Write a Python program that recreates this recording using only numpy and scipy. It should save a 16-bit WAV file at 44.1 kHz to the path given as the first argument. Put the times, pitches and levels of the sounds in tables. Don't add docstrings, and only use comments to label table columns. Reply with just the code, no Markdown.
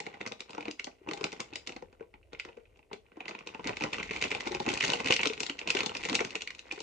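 import sys
import numpy as np
from scipy import signal
from scipy.fft import rfft, irfft, next_fast_len
from scipy.io import wavfile
from scipy.ndimage import map_coordinates

SR = 44100
rng = np.random.default_rng(int(sys.argv[2]) if len(sys.argv) > 2 else 0)


def generate_wav(sig):
    pcm = np.round(np.clip(np.atleast_2d(sig).T, -1, 1) * 32767).astype(np.int16)
    wavfile.write(sys.argv[1], SR, pcm)


N = 300782

# start_s, peak_db, pitch_hz, crack_db, depth_db
CREASES = [(0.0024, -24.5, 2050, -10.5, -12.5), (0.0662, -27, 2130, -15.5, -9), (0.116, -47, 1980, -28, -9),
           (0.1419, -34, 1960, -24, -10), (0.2119, -22.5, 2050, -21, -13), (0.2632, -24, 2070, -12, -8.5),
           (0.2746, -36, 2410, -0.5, -10), (0.3202, -32.5, 2500, -7, -3.5), (0.405, -30, 2340, -5, -11.5),
           (0.4195, -44, 2400, -13, -19), (0.4943, -40, 2540, -14, -2), (0.506, -46.5, 2470, 4, -2),
           (0.532, -36.5, 2530, -14, -5.5), (0.5493, -41.5, 2500, -4, 3.5), (0.5801, -33, 2450, -14.5, 3),
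           (0.6073, -31, 2370, -13, -12), (0.6267, -35.5, 2440, -17, -10), (0.6545, -30, 2500, -16, -6),
           (0.6817, -26, 2300, -18.5, -8.5), (0.7114, -30.5, 2620, -5.5, -28),
           (0.7963, -21.5, 2180, -17, -24.5), (0.8431, -44, 2520, 11, -5), (0.8699, -32.5, 1940, -20, -3),
           (0.9143, -48, 2470, -23, -25), (1.0727, -41.5, 2020, -27, 5.5), (1.0882, -26.5, 2520, -15.5, -6),
           (1.1118, -24.5, 2000, -13, -7), (1.1343, -32, 1980, -2, -1.5), (1.1742, -35.5, 2460, -7.5, -7.5),
           (1.2101, -36.5, 2420, -7, 1), (1.2414, -18.5, 2430, -9.5, -9.5),
           (1.3194, -34.5, 2600, -9, -31.5), (1.3283, -33.5, 2070, -7.5, -2.5),
           (1.403, -25.5, 2200, -3.5, -7.5), (1.5277, -36, 2580, -39, -7.5),
           (1.5351, -31.5, 2600, -14.5, -31), (1.5571, -28, 2320, -4, -13.5), (1.673, -30, 2210, -1, -9),
           (1.6933, -29, 2690, -15, -10), (1.722, -34.5, 2530, -13, -12), (1.7637, -33.5, 2160, -10.5, -6),
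           (1.8233, -41, 1950, -14.5, -0.5), (1.9275, -51.5, 2500, -13, 1.5), (2.007, -48.5, 2480, -21, 6),
           (2.0261, -48, 2280, -31, -3.5), (2.14, -41, 2170, -30, -6.5), (2.2295, -51, 2520, -31, -26),
           (2.3316, -38.5, 2450, -8.5, -2), (2.3491, -33, 2180, -31, -27),
           (2.3978, -20, 2340, -19.5, -32.5), (2.45, -33.5, 2030, -12.5, -5),
           (2.4883, -39.5, 2570, -30, -3), (2.5294, -48, 2600, -29, -33), (2.5713, -48, 2500, -15, -2.5),
           (2.6549, -49.5, 2510, -38, -29), (2.759, -52.5, 2530, -26, -10), (2.772, -59, 2360, -6, -3),
           (2.7915, -48.5, 2440, -21, -8), (2.829, -51, 2480, -30, -32), (2.9126, -54, 1960, -25, 15),
           (2.9307, -29.5, 2250, -13, -8.5), (3.064, -52, 2450, -29, -17), (3.1185, -53, 2400, -36, 1.5),
           (3.1692, -50, 2300, -13.5, 8.5), (3.2052, -27.5, 2460, -27.5, -10),
           (3.256, -31.5, 2640, -21, -9), (3.2815, -25.5, 2010, -13.5, -20), (3.2922, -33, 2040, -8, -2),
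           (3.3097, -31.5, 2520, -22, -7.5), (3.3502, -31, 2520, -25, -7.5), (3.3891, -32, 2600, -18, -17),
           (3.4083, -39, 2380, -39, -3.5), (3.472, -31.5, 2490, -5.5, -7.5),
           (3.4897, -35, 2480, -23, -10.5), (3.5471, -29.5, 2680, -22, -6), (3.595, -39, 2590, -23, 1.5),
           (3.6431, -30.5, 2170, -14, -5), (3.6543, -30.5, 2230, -19, -6.5), (3.6727, -25, 2700, -5.5, -8),
           (3.6804, -23, 2060, -28, -26), (3.6919, -27, 2490, -17, -1), (3.7323, -32, 2400, -27, -12.5),
           (3.7698, -23.5, 2420, -12.5, -16), (3.8082, -24, 2480, -16, -7.5),
           (3.8219, -22.5, 2400, -16, -10), (3.8376, -21, 2560, -9, -1), (3.9317, -21, 2570, -13, -12),
           (3.9429, -21.5, 1950, -23, -17), (3.983, -23, 2730, -20.5, -8), (3.9991, -22.5, 2380, -26, -16),
           (4.0296, -22, 2040, -17, -25), (4.093, -27, 2230, -42, -22), (4.1096, -21, 2300, -18, -13),
           (4.136, -26.5, 2250, -40, -13), (4.1629, -21, 2380, -18, -14), (4.2134, -23, 2540, -14.5, -15),
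           (4.2241, -14.5, 2280, -13, -27), (4.2391, -15.5, 2660, -15, -13.5),
           (4.2567, -24, 2380, -29, -18), (4.3059, -27.5, 2390, -10, -8.5), (4.3156, -15, 2380, -18.5, -17),
           (4.3488, -21.5, 2450, -12.5, -9), (4.4062, -21, 1930, -13.5, -16),
           (4.4572, -30.5, 2600, -15, -8.5), (4.4732, -23, 2230, -12, -7.5), (4.5191, -30.5, 2060, -8, -3),
           (4.5478, -20, 2540, -13, -11.5), (4.6014, -31, 2390, -3, 4.5), (4.6635, -23, 2600, -15, -3),
           (4.6893, -17, 2220, -12, -18), (4.7015, -20, 3080, -15, -7), (4.7168, -33, 2100, -3, -12),
           (4.7382, -23.5, 2720, -5, -34), (4.7546, -29.5, 1980, -11, -12),
           (4.7743, -21.5, 2500, -14, -19.5), (4.808, -13.5, 2500, -18.5, -23),
           (4.8266, -16, 1930, -16, -32.5), (4.8384, -14.5, 1850, -15, -13), (4.8489, -22, 2700, -4, -12.5),
           (4.8804, -27.5, 2700, -0.5, -20), (4.9008, -18.5, 2840, -7.5, -13),
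           (4.9341, -14.5, 2820, -10.5, -13.5), (5.003, -20, 2160, -14, -10.5),
           (5.0447, -29, 2470, -9.5, -10), (5.0595, -21, 2670, -8, -9), (5.0728, -18, 2000, -12, -17.5),
           (5.0849, -19.5, 2640, -12, -15), (5.107, -9, 2710, -16, -16.5), (5.1232, -7, 2850, -14, -30),
           (5.1385, -22.5, 3040, -0.5, -47), (5.1643, -15.5, 2560, -11, -41),
           (5.1933, -17.5, 2540, -23.5, -16), (5.2042, -18, 2620, -31, -16.5),
           (5.2138, -24.5, 2600, -9, -26), (5.2321, -13.5, 2300, -13.5, -19),
           (5.256, -14, 2610, -12.5, -10), (5.2717, -28, 2400, 2.5, -9), (5.2987, -24.5, 2520, -19, -13),
           (5.3342, -25.5, 2380, -10.5, -16), (5.3774, -30, 2480, -16, -10.5),
           (5.4037, -21.5, 2460, -3, -12), (5.4324, -23.5, 2560, -4.5, -13),
           (5.465, -26, 1950, -6.5, -18.5), (5.4971, -15.5, 2960, -19.5, -23),
           (5.5913, -22.5, 2670, -15.5, -26), (5.614, -25, 2430, -26, -11.5), (5.6742, -21, 2530, -12, -13),
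           (5.687, -22, 2720, -16, -18), (5.7032, -10.5, 2650, -10.5, -21), (5.75, -24.5, 2290, -4, -4),
           (5.7701, -15.5, 2890, -14, -17), (5.7894, -20.5, 2170, -10, -14.5),
           (5.8055, -16, 2480, -14.5, -14.5), (5.8323, -29, 2000, -5.5, -1),
           (5.8607, -22.5, 2900, -4, -9.5), (5.894, -24, 2940, -20, -9), (5.9513, -22, 2550, -15.5, -14),
           (5.969, -29, 2640, -3.5, -21), (6.0154, -44, 2500, -21, -4.5), (6.036, -24.5, 2400, -11, -30),
           (6.052, -23, 2490, -8.5, -15), (6.087, -23, 2050, -11, -9), (6.097, -21.5, 2060, -6.5, -13),
           (6.129, -26.5, 2620, -8.5, -3), (6.1523, -13.5, 2580, -5, -16), (6.1925, -18, 2010, -25, -17.5),
           (6.2064, -18, 2300, -14, -8), (6.2488, -24, 2630, -8, -8.5), (6.3062, -30.5, 2630, -10.5, -40),
           (6.354, -18, 2660, -15.5, -16.5), (6.4082, -29.5, 2530, -16, -28),
           (6.4195, -24.5, 2800, -8, -22.5), (6.475, -21.5, 2220, -16, -32),
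           (6.5051, -25.5, 2020, -16, -24), (6.549, -35, 2460, -10, -18), (6.5923, -32, 2580, -8, -48),
           (6.7121, -21, 2480, -26, -28), (6.7225, -34, 2400, -2, -4), (6.8038, -37, 2820, 3, -2)]


def amp(db):
    return 10 ** (np.asarray(db) / 20)


def unit(x):
    return x / np.sqrt(np.mean(x ** 2) + 1e-20)


def along(points, hz):
    f, *cols = np.transpose(points)
    return np.array([np.interp(np.log(hz + 1), np.log(f + 1), c) for c in cols])


def filtered(x, response):
    m = next_fast_len(N + SR // 2, real=True)
    spectrum = rfft(x, m) * response(np.fft.rfftfreq(m, 1 / SR))
    return irfft(spectrum, m)[..., :N]


def band(x, lo_hz, hi_hz):
    sos = signal.butter(3, [lo_hz, hi_hz], "band", fs=SR, output="sos")
    return signal.sosfilt(sos, x)


def placed(times, shapes):
    first = np.round(np.asarray(times) * SR).astype(int)
    at = first[:, None] + np.arange(shapes.shape[1])
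    return np.bincount(at.ravel(), shapes.ravel(), N + SR)[:N]


def ping(db, hz, cycles, size):
    turns = np.outer(hz, np.arange(size) / SR)
    decay = amp(np.asarray(db)[:, None] - 60 * turns / cycles)
    return decay * np.sin(2 * np.pi * turns) * (1 - np.exp(-turns / 0.3))


def burst(db, t60, rise, size):
    t = np.arange(size) / SR
    decay = amp(np.asarray(db)[:, None] - 60 * t / t60)
    swell = (1 - np.exp(-t / rise)) ** 2
    return decay * swell * rng.standard_normal((len(db), size))


def struck(s, db, shapes, lo_hz, hi_hz, apart):
    rows = band(shapes, lo_hz, hi_hz)
    rows = rows / np.abs(rows).max(axis=1)[:, None]
    right = np.cos(apart) * rows + np.sin(apart) * np.roll(rows, 1, axis=0)
    return np.array([placed(s, amp(db)[:, None] * side) for side in (rows, right)])


def snaps():
    s, db, hz, crack_db, depth_db = np.transpose(CREASES)
    even = 0 * s

    tone = ping(even, hz, cycles=16.9, size=700)
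    tone = tone + burst(even - 8, t60=0.036, rise=0.000083, size=700)

    knock_hz = 1049 * np.exp(0.292 * rng.standard_normal(len(s)))
    knock = burst(even - 3, t60=0.078, rise=0.00054, size=1200)
    knock = knock + ping(even, knock_hz, cycles=19, size=1200)

    facets_hz = 5420 * np.exp(0.291 * rng.standard_normal((len(s), 2)))
    crack = burst(even - 4, t60=0.027, rise=0.00017, size=700)
    for facet_hz in facets_hz.T:
        crack = crack + ping(even - 4, facet_hz, cycles=20, size=700)

    drum = burst(even, t60=0.045, rise=0.0009, size=2400)
    return (struck(s, db - 0.4, tone, 1260, 3620, apart=0.18)
            + struck(s, db + crack_db + 17, crack, 3170, 16000, apart=0.9)
            + struck(s, db + depth_db + 2, knock, 698, 1750, apart=0.61)
            + struck(s, db + depth_db - 2.5, drum, 122, 624, apart=0.17))


def grains(count, spread_db, t60, apart):
    draw = rng.random((count, 2))
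    start_s = draw[:, 0] * N / SR
    size_db = spread_db * draw[:, 1] ** 2
    both, own = [placed(start_s, burst(size_db, t60, rise=0.00049, size=300)) for _ in range(2)]
    return np.array([both, np.cos(apart) * both + np.sin(apart) * own])


def unrest(s, db, before_s, after_s):
    lead = 400
    t = np.arange(-lead, 3000) / SR
    shape = np.where(t < 0, np.exp(t / before_s), np.exp(-t / after_s))
    return np.roll(placed(s, amp(db)[:, None] * shape), -lead)


def crackle():
    # time_s, grip_db
    hands = [(0.0, -57), (0.47, -64), (0.72, -67), (0.85, -74), (1.12, -66.5), (1.25, -52.5), (2.18, -83),
             (2.49, -65.5), (2.79, -79.5), (3.17, -73.5), (3.38, -64), (4.16, -43), (4.56, -48.5),
             (4.92, -32.5), (5.07, -56.5), (5.57, -57.5), (5.68, -52), (5.83, -60), (6.02, -42.5),
             (6.34, -50.5), (6.51, -70), (6.82, -46.5)]
    grip_db = np.interp(np.arange(N) / SR, *np.transpose(hands))
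    extra_db = grip_db + 51

    fine = grains(count=2400, spread_db=13.5, t60=0.0064, apart=0.84)
    thin = unit(fine) + 0.92 * unit(grains(count=1500, spread_db=19, t60=0.0061, apart=0.95))
    slow = unit(fine) + 1.7 * unit(grains(count=900, spread_db=11.5, t60=0.0042, apart=0.19))

    at, db, _, crack_db, depth_db = np.transpose(CREASES)
    db = db + 0.21 * (db + 24.5)
    mid = amp(grip_db - 3.5) + unrest(at, db - 19.5, before_s=0.0028, after_s=0.0075)
    bright = amp(-50 + 1.16 * extra_db) + unrest(at, db + crack_db - 7, before_s=0.0098, after_s=0.008)
    low = amp(-53 + 0.83 * extra_db) + unrest(at, db + depth_db - 10.5, before_s=0.018, after_s=0.017)
    return (mid * unit(band(fine, 1860, 2945))
            + bright * unit(band(thin, 1980, 16000))
            + low * unit(band(slow, 90, 1960)))


def pops():
    # start_s, level_db, pitch_hz
    flips = [(0.067, -49, 392), (0.212, -34.5, 424), (0.58, -32, 305), (0.681, -26.5, 312),
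             (0.871, -46, 483), (1.014, -46, 360), (1.086, -27.5, 322), (1.21, -30, 402), (1.527, -39, 300),
             (1.679, -44.5, 437), (1.762, -36, 317), (1.824, -34.5, 486), (2.009, -32.5, 455),
             (2.331, -36.5, 470), (2.574, -36, 456), (2.932, -33.5, 449), (3.172, -39.5, 315),
             (3.47, -42, 464), (3.659, -28, 273), (3.819, -29.5, 290), (3.934, -47, 490), (4.23, -60, 424),
             (4.51, -29.5, 380), (4.548, -28.5, 372), (4.677, -21.5, 279), (4.838, -37.5, 418),
             (4.892, -34, 302), (5.001, -33, 230), (5.06, -29, 259), (5.109, -31, 347), (5.197, -32, 433),
             (5.268, -27, 271), (5.301, -27, 430), (5.499, -32.5, 283), (5.677, -38, 360),
             (5.749, -24, 382), (6.118, -24, 262), (6.208, -23, 420), (6.355, -37, 480), (6.778, -36, 400)]
    s, db, hz = np.transpose(flips)
    return placed(s, ping(db + 0.5, hz, cycles=14.7, size=3000))


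def walls(x):
    # frequency_hz, t60_s
    decays = [(200, 0.22), (600, 0.2), (1500, 0.15), (4000, 0.21), (9000, 0.2)]
    out, step = np.zeros((2, N + SR)), SR // 4
    delay = 150
    for i in range(0, N, step):
        hz, t, z = signal.stft(rng.standard_normal((2, SR // 3)), SR, nperseg=256)
        alike = 1 / (1 + (hz[:, None] / 450) ** 2)
        z[1] = alike * z[0] + np.sqrt(1 - alike ** 2) * z[1]
        decay = amp(-60 * t / along(decays, hz)[0][:, None])
        tail = signal.istft(z * decay, SR, nperseg=256)[1]
        tail = tail / np.linalg.norm(tail[0])
        answer = signal.fftconvolve(x[None, i:i + step], tail, axes=1)
        start = i + delay
        out[:, start:start + answer.shape[1]] += answer
    return out[:, :N]


def microphones(x):
    # frequency_hz, left_db, right_db
    colours = [(99, -3, -5.5), (249, -1.5, 1), (472, 7, -2), (706, -8.5, 2.5), (797, 3, -2.5),
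               (1554, -7, -4.5), (1574, -13.5, -13.5), (2016, -3, -1), (2570, 0, 1), (3380, -6, -3.5),
               (3410, 0.5, -13), (4660, -5.5, -8), (7290, -9, -17), (9950, -35.5, -34),
               (11400, -49.5, -49.5), (12600, -43, -44), (14800, -62, -53)]
    # frequency_hz, lead_rad
    leads = [(60, -0.5), (120, -0.7), (300, -0.1), (500, 0.7), (720, 4.0), (1000, 5.0), (1250, 3.9),
             (1500, 5.2), (1700, 8.0), (2200, 5.2), (2800, 6.4), (3350, 8.4), (3700, 11.6), (4300, 12.4),
             (5100, 17.2), (6800, 19.5), (7700, 23.1), (9000, 25.2), (10000, 27.2)]

    def response(hz):
        cep = irfft(np.log(amp(along(colours, hz))))
        half = cep.shape[1] // 2
        folded = np.concatenate([cep[:, :1], 2 * cep[:, 1:half], 0 * cep[:, half:]], axis=1)
        colour = np.exp(rfft(folded))
        turn = np.angle(colour[0] / colour[1]) - np.interp(hz, *np.transpose(leads))
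        return colour * np.array([1 + 0 * turn, np.exp(1j * turn)])
    return filtered(x, response)


def rumble():
    # time_s, level_db
    swells = [(0, -70), (.6, -65), (1.4, -64), (2.1, -60), (2.9, -64.5), (3.45, -71), (3.67, -52.5),
              (4.2, -58.5), (4.8, -55), (5.4, -64), (6.1, -58), (6.82, -66)]
    low, other = band(rng.standard_normal((2, N)), 25, 91)
    lumps_db = 2.5 * map_coordinates(rng.standard_normal(60), [np.arange(N) * 7 / SR])
    level_db = np.interp(np.arange(N) / SR, *np.transpose(swells)) + lumps_db - 5
    pair = unit(np.array([low + 0.45 * other, low - 0.45 * other]))
    sides_db = np.array([[1.1], [-1.1]])
    return amp(level_db + sides_db) * pair


def room_hum():
    # frequency_hz, density_db
    spectrum = [(65, -15), (110, -12), (146, -10), (351, 5), (475, 8), (669, 1), (907, -17.5),
                (1120, -22.5), (1730, -33.5), (2490, -14), (3430, -21.5), (10300, -22.5), (11300, -56.5),
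                (13000, -20.5), (15000, -45)]
    a, b = filtered(rng.standard_normal((2, N)), lambda hz: amp(along(spectrum, hz)[0]))
    return amp(-71) * unit(np.array([a + 0.79 * b, a - 0.28 * b]))


def scene():
    packet = snaps() + crackle() + pops()
    reflected = amp(-7.5) * walls(packet[0])
    return microphones(packet + reflected) + rumble() + room_hum()


def record(dry):
    return filtered(dry, lambda hz: (hz < 15200) / np.sqrt(1 + (37 / (hz + 1)) ** 16))


dry = scene()
out = record(dry)
generate_wav(out)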